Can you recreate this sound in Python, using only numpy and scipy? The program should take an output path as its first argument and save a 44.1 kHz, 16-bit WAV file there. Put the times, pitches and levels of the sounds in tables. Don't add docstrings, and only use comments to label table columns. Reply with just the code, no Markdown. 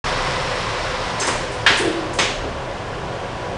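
import sys
import numpy as np
from scipy import signal
from scipy.fft import rfft, irfft, next_fast_len
from scipy.io import wavfile

SR = 44100
rng = np.random.default_rng(int(sys.argv[2]) if len(sys.argv) > 2 else 0)


def generate_wav(signal):
    frames = np.transpose(np.atleast_2d(signal))
    scaled = np.clip(frames, -1, 1) * 32767
    pcm = np.round(scaled).astype(np.int16)
    wavfile.write(sys.argv[1], SR, pcm)


N = 157437
T = np.arange(N) / SR
CUTOFF_HZ = 10050

# t/s, relative level/dB, rise/s
KNOCK_HITS = [(1.663, -10, 0.0017), (1.683, -24.5, 0.0018)]
# f/Hz, relative level/dB
KNOCK_SPECTRUM = [(300, -24), (600, -12.5), (900, -6), (1250, -9), (1650, -1.5), (2300, -7), (3200, -8),
                  (4400, -14), (7000, -23.5), (10000, -34)]
# f/Hz, relative level/dB
FRAME_MODES = [(1394, -29), (1540, -45), (1600, -25), (1646, -23.5), (1818, -45), (2015, -29), (2051, -41),
               (2301, -31.5), (2808, -28.5), (3142, -28), (3245, -28), (3545, -31), (3790, -33)]


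def door_knock(crack_hz=1710, crack_db=-7, crack_s=0.0047, frame_gain_db=12):
    onset_s = KNOCK_HITS[0][0]
    age = np.maximum(T - onset_s, 0)
    swell = (age / crack_s) * np.exp((1 - (age / crack_s) ** 2) / 2)
    crack = from_db(crack_db) * swell * np.sin(2 * np.pi * crack_hz * age)
    frame = sum(from_db(db + frame_gain_db) * ring(onset_s, hz, t60_s=0.21, rise_s=0.002)
                for hz, db in FRAME_MODES)
    impact = contacts(KNOCK_HITS, KNOCK_SPECTRUM, t60_scale=1, direct_db=-8, direct_t60_s=0.054)
    return crack + frame + from_db(-1) * impact


# t/s, slip rate/Hz, level/dB, roughness/0-1
SLIP_CURVE = [(1.78, 440.2, -44, .8), (1.812, 392.6, -19, 0.77), (1.85, 341.4, -25.5, 0.65),
              (1.89, 314.2, -23, 0.3), (1.96, 331.6, -26, 0.4), (2.02, 315, -27, 0.45),
              (2.12, 323.5, -33, 0.4), (2.25, 320, -62, 0.52)]
# t/s, level/dB
PANEL_JOLTS = [(1.817, -15), (1.851, -9), (1.879, -13), (1.892, -33), (1.925, -19), (1.944, -30),
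               (1.98, -17)]
# f/Hz, level/dB, t60/s
PANEL_MODES = [(343, -25, 1.8), (376, -23, 1.03), (464.4, -20.5, 0.52), (552, -31.5, 2.2),
               (683, -25.5, 0.56)]


def rubber_groan(wobble=0.019, overtone_db=-11.5, judder_hz=31):
    slip_hz, level_db, roughness = in_time(SLIP_CURVE)
    phase = 2 * np.pi * np.cumsum(slip_hz * (1 + wobble * resonance(0, 35))) / SR
    judder = (resonance(0, judder_hz) + 1j * resonance(0, judder_hz)) / np.sqrt(2)
    grip = np.sqrt(1 - roughness ** 2) + roughness * judder
    partials = np.exp(1j * phase) + from_db(overtone_db) * np.exp(2j * phase)
    rub = from_db(level_db) * np.real(grip * partials) * (T > SLIP_CURVE[0][0])
    jolts = sum(from_db(db) * ring(t, hz=360, t60_s=0.035, rise_s=0.0029) for t, db in PANEL_JOLTS)
    panel = sum(from_db(db) * ring(1.83, hz, t60_s, rise_s=0.024) for hz, db, t60_s in PANEL_MODES)
    return rub + jolts + panel


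# t/s, level/dB, rise/s
CLACK_HITS = [(1.212, -21.5, 0.0074), (1.272, -20, 0.0072), (1.345, -37, .004)]
LOCK_HITS = [(2.1865, -14.5, 0.004)]
BUMP_HITS = [(.165, -27, 0.011), (1.275, -24, 0.008), (1.70, -22.5, 0.0079), (1.795, -22.5, 0.014),
             (2.205, -24.5, .01), (2.438, -24.5, 0.0062)]
# f/Hz, relative level/dB
CLACK_SPECTRUM = [(250, -14), (400, 2.5), (650, -4), (1000, 5), (1250, -1.5), (1600, 2), (2400, -3.5),
                  (3400, -8.5), (4500, -10.5), (6500, -11), (8000, -14), (10000, -27)]
LOCK_SPECTRUM = [(170, -3), (400, -0.5), (700, -0.5), (1000, 1), (1500, -2.5), (2100, 2), (3400, -1.5),
                 (4800, -7), (6500, -7.5), (8000, -15), (10000, -24)]
BUMP_SPECTRUM = [(120, -15), (250, -6.5), (330, -2.5), (410, 1.5), (520, -5.5), (750, -11.5), (1200, -15.5),
                 (2500, -27), (8000, -55)]


def door_gear():
    clacks = contacts(CLACK_HITS, CLACK_SPECTRUM, t60_scale=1, direct_db=2, direct_t60_s=0.032)
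    lock = contacts(LOCK_HITS, LOCK_SPECTRUM, t60_scale=0.85, direct_db=3.5, direct_t60_s=0.026)
    bumps = contacts(BUMP_HITS, BUMP_SPECTRUM, t60_scale=0.71, direct_db=2.5, direct_t60_s=0.08)
    return clacks + lock + bumps


# t/s, level/dB, rise/s, centre f/Hz
CATCH_HITS = [(1.195, -28.5, 0.0044, 6600), (1.266, -29, 0.0039, 8100), (1.513, -41.5, 0.0063, 8040),
              (1.765, -27, .012, 8300), (2.13, -35.5, 0.0043, 7400)]


def catches():
    return sum(from_db(db) * strike(t, rise_s, t60_s=0.5) * resonance(hz, half_width_hz=3100)
               for t, db, rise_s, hz in CATCH_HITS)


# t/s, level/dB
LEVER_HITS = [(1.197, -28), (1.232, -37), (1.27, -40), (2.187, -30)]
# f/Hz, half-width/Hz, relative level/dB
LEVER_MODES = [(5140, 90, 0), (6340, 130, 1), (7630, 55, -4.5), (8400, 180, -5.5)]


def lever_ring():
    modes = sum(from_db(db) * resonance(hz, half_width_hz) for hz, half_width_hz, db in LEVER_MODES)
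    envelope = sum(from_db(db) * strike(t, rise_s=0.0036, t60_s=0.25) for t, db in LEVER_HITS)
    return envelope * modes


# t/s, level/dB
ROLL_CURVE = [(0, -23.5), (.15, -24), (.5, -25.5), (.9, -27), (1.15, -28), (1.55, -33.5), (2.05, -35.5),
              (2.4, -47), (2.7, -65)]
# f/Hz, relative level/dB
TRACK_SPECTRUM = [(60, -5.5), (95, -8.5), (132, 4), (200, -21), (400, -10), (700, -2.5), (1080, 1.5),
                  (1300, -1), (2800, -7), (4300, -10), (5400, -11.5), (6200, -17.5), (10000, -28)]
# f/Hz, half-width/Hz, level/dB re track
WHINE_BANDS = [(514, 9.4, -8), (575, 58, -28), (947, 28, -18.5), (1030, 14, -12.5), (1050, 20, -19),
               (1976, 60, -15.5), (5420, 50, -23)]


def rollers_and_drive(uneven_db=0.66, uneven_hz=25):
    level_db, = in_time(ROLL_CURVE)
    track = coloured(TRACK_SPECTRUM) * from_db(uneven_db * resonance(0, uneven_hz))
    whine = sum(from_db(db) * resonance(hz, half_width_hz) for hz, half_width_hz, db in WHINE_BANDS)
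    return from_db(level_db) * (track + whine)


# t/s, level/dB
BOOM_CURVE = [(0, -37), (.19, -30), (.33, -38), (.55, -37.5), (.75, -34), (.92, -39), (1.1, -44),
              (1.28, -48), (1.36, -30.5), (1.5, -44), (2.22, -46), (2.37, -32.5), (2.55, -42), (3.5, -48)]


def floor_boom(mode_hz=31.5, wander_hz=2.12, waver=0.15):
    level_db, = in_time(BOOM_CURVE)
    hz = mode_hz + wander_hz * resonance(0, 4.1)
    strength = 1 + waver * resonance(0, 5.5)
    phase = 2 * np.pi * np.cumsum(hz) / SR
    return from_db(level_db) * unit_rms(strength * np.sin(phase))


# f/Hz, relative level/dB
FAN_SPECTRUM = [(22, -12), (45, -3.5), (75, -9.5), (90, -6), (125, 0), (160, -6), (215, -9.5), (290, -10),
                (400, -5), (451, -7.5), (554, -7.5), (753, -5), (813, -9.5), (1000, -9.5), (1110, -7.5),
                (1230, -15), (1400, -12), (1700, -14.5), (1900, -17.5), (2600, -20), (3000, -19),
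                (3900, -25.5), (5300, -28.5), (7500, -35.5), (10000, -42)]
DUCT_MODES = [(71, -44.5), (107.7, -44), (177.6, -48), (253, -50), (409, -48.5), (498, -42), (545, -42),
              (560, -45.5), (603, -44), (985, -43)]


def ceiling_fan(rush_db=-28, hum_gain_db=1):
    hum = sum(from_db(db + hum_gain_db) * resonance(hz, half_width_hz=5) for hz, db in DUCT_MODES)
    return from_db(rush_db) * coloured(FAN_SPECTRUM) + hum


# f/Hz, t60/s
CAR_DECAY = [(200, 0.5), (700, 0.67), (1700, 0.71), (3500, 0.8), (7000, 0.62), (10000, 0.9)]


def contacts(hits, spectrum, t60_scale, direct_db, direct_t60_s):
    edges_hz = [0, 500, 1200, 2500, 5000, SR / 2]
    size = next_fast_len(N, real=True)
    hz = np.fft.rfftfreq(size, 1 / SR)
    bins = rfft(coloured(spectrum), size)
    wash = 0
    for low, high in zip(edges_hz, edges_hz[1:]):
        centre_hz = min(low + high, 3 * low + 600) / 2
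        t60_s = t60_scale * at_hz(CAR_DECAY, centre_hz)
        power = sum((from_db(db) * strike(t, rise_s, t60_s)) ** 2 for t, db, rise_s in hits)
        band = irfft(bins * (hz >= low) * (hz < high), size)[:N]
        wash = wash + np.sqrt(power) * band
    burst = sum(from_db(db + direct_db) * strike(t, rise_s / 2, direct_t60_s) for t, db, rise_s in hits)
    return wash + burst * coloured(spectrum)


def strike(onset_s, rise_s, t60_s):
    age = np.maximum(T - onset_s, 0)
    return np.minimum(age / rise_s, 1) * from_db(-60 * age / t60_s)


def ring(onset_s, hz, t60_s, rise_s):
    return strike(onset_s, rise_s, t60_s) * np.sin(2 * np.pi * (hz * T + rng.random()))


def noise(gain_at):
    size = next_fast_len(N, real=True)
    hz = np.fft.rfftfreq(size, 1 / SR)
    white = rfft(rng.standard_normal(size))
    return unit_rms(irfft(white * gain_at(hz), size)[:N])


def coloured(spectrum):
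    def gain_at(hz):
        bass_rolloff = np.minimum(hz / spectrum[0][0], 1) ** 2
        return from_db(at_hz(spectrum, hz)) * bass_rolloff * (hz < CUTOFF_HZ + 500)
    return noise(gain_at)


def resonance(hz, half_width_hz):
    return noise(lambda f: 1 / (1 + ((f - hz) / half_width_hz) ** 2))


def in_time(curve):
    times_s, *columns = np.transpose(curve)
    return [np.interp(T, times_s, column) for column in columns]


def at_hz(table, hz):
    table_hz, values = np.transpose(table)
    return np.interp(np.log(hz + 1e-3), np.log(table_hz), values)


def from_db(db):
    return 10 ** (np.asarray(db) / 20)


def unit_rms(x):
    return x / np.sqrt(np.mean(x ** 2) + 1e-20)


def scene():
    background = ceiling_fan() + rollers_and_drive() + floor_boom()
    closing = door_knock() + rubber_groan() + door_gear() + catches() + lever_ring()
    return (closing + background)[None]


def record(dry):
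    fade_in = np.clip((T - 0.04) / 0.004, 0, 1)
    clipped = np.clip(dry * fade_in, -0.8, 0.8)
    low_pass = signal.ellip(14, 0.1, 100, CUTOFF_HZ, fs=SR, output="sos")
    return signal.sosfilt(low_pass, clipped)


dry = scene()
out = record(dry)
generate_wav(out)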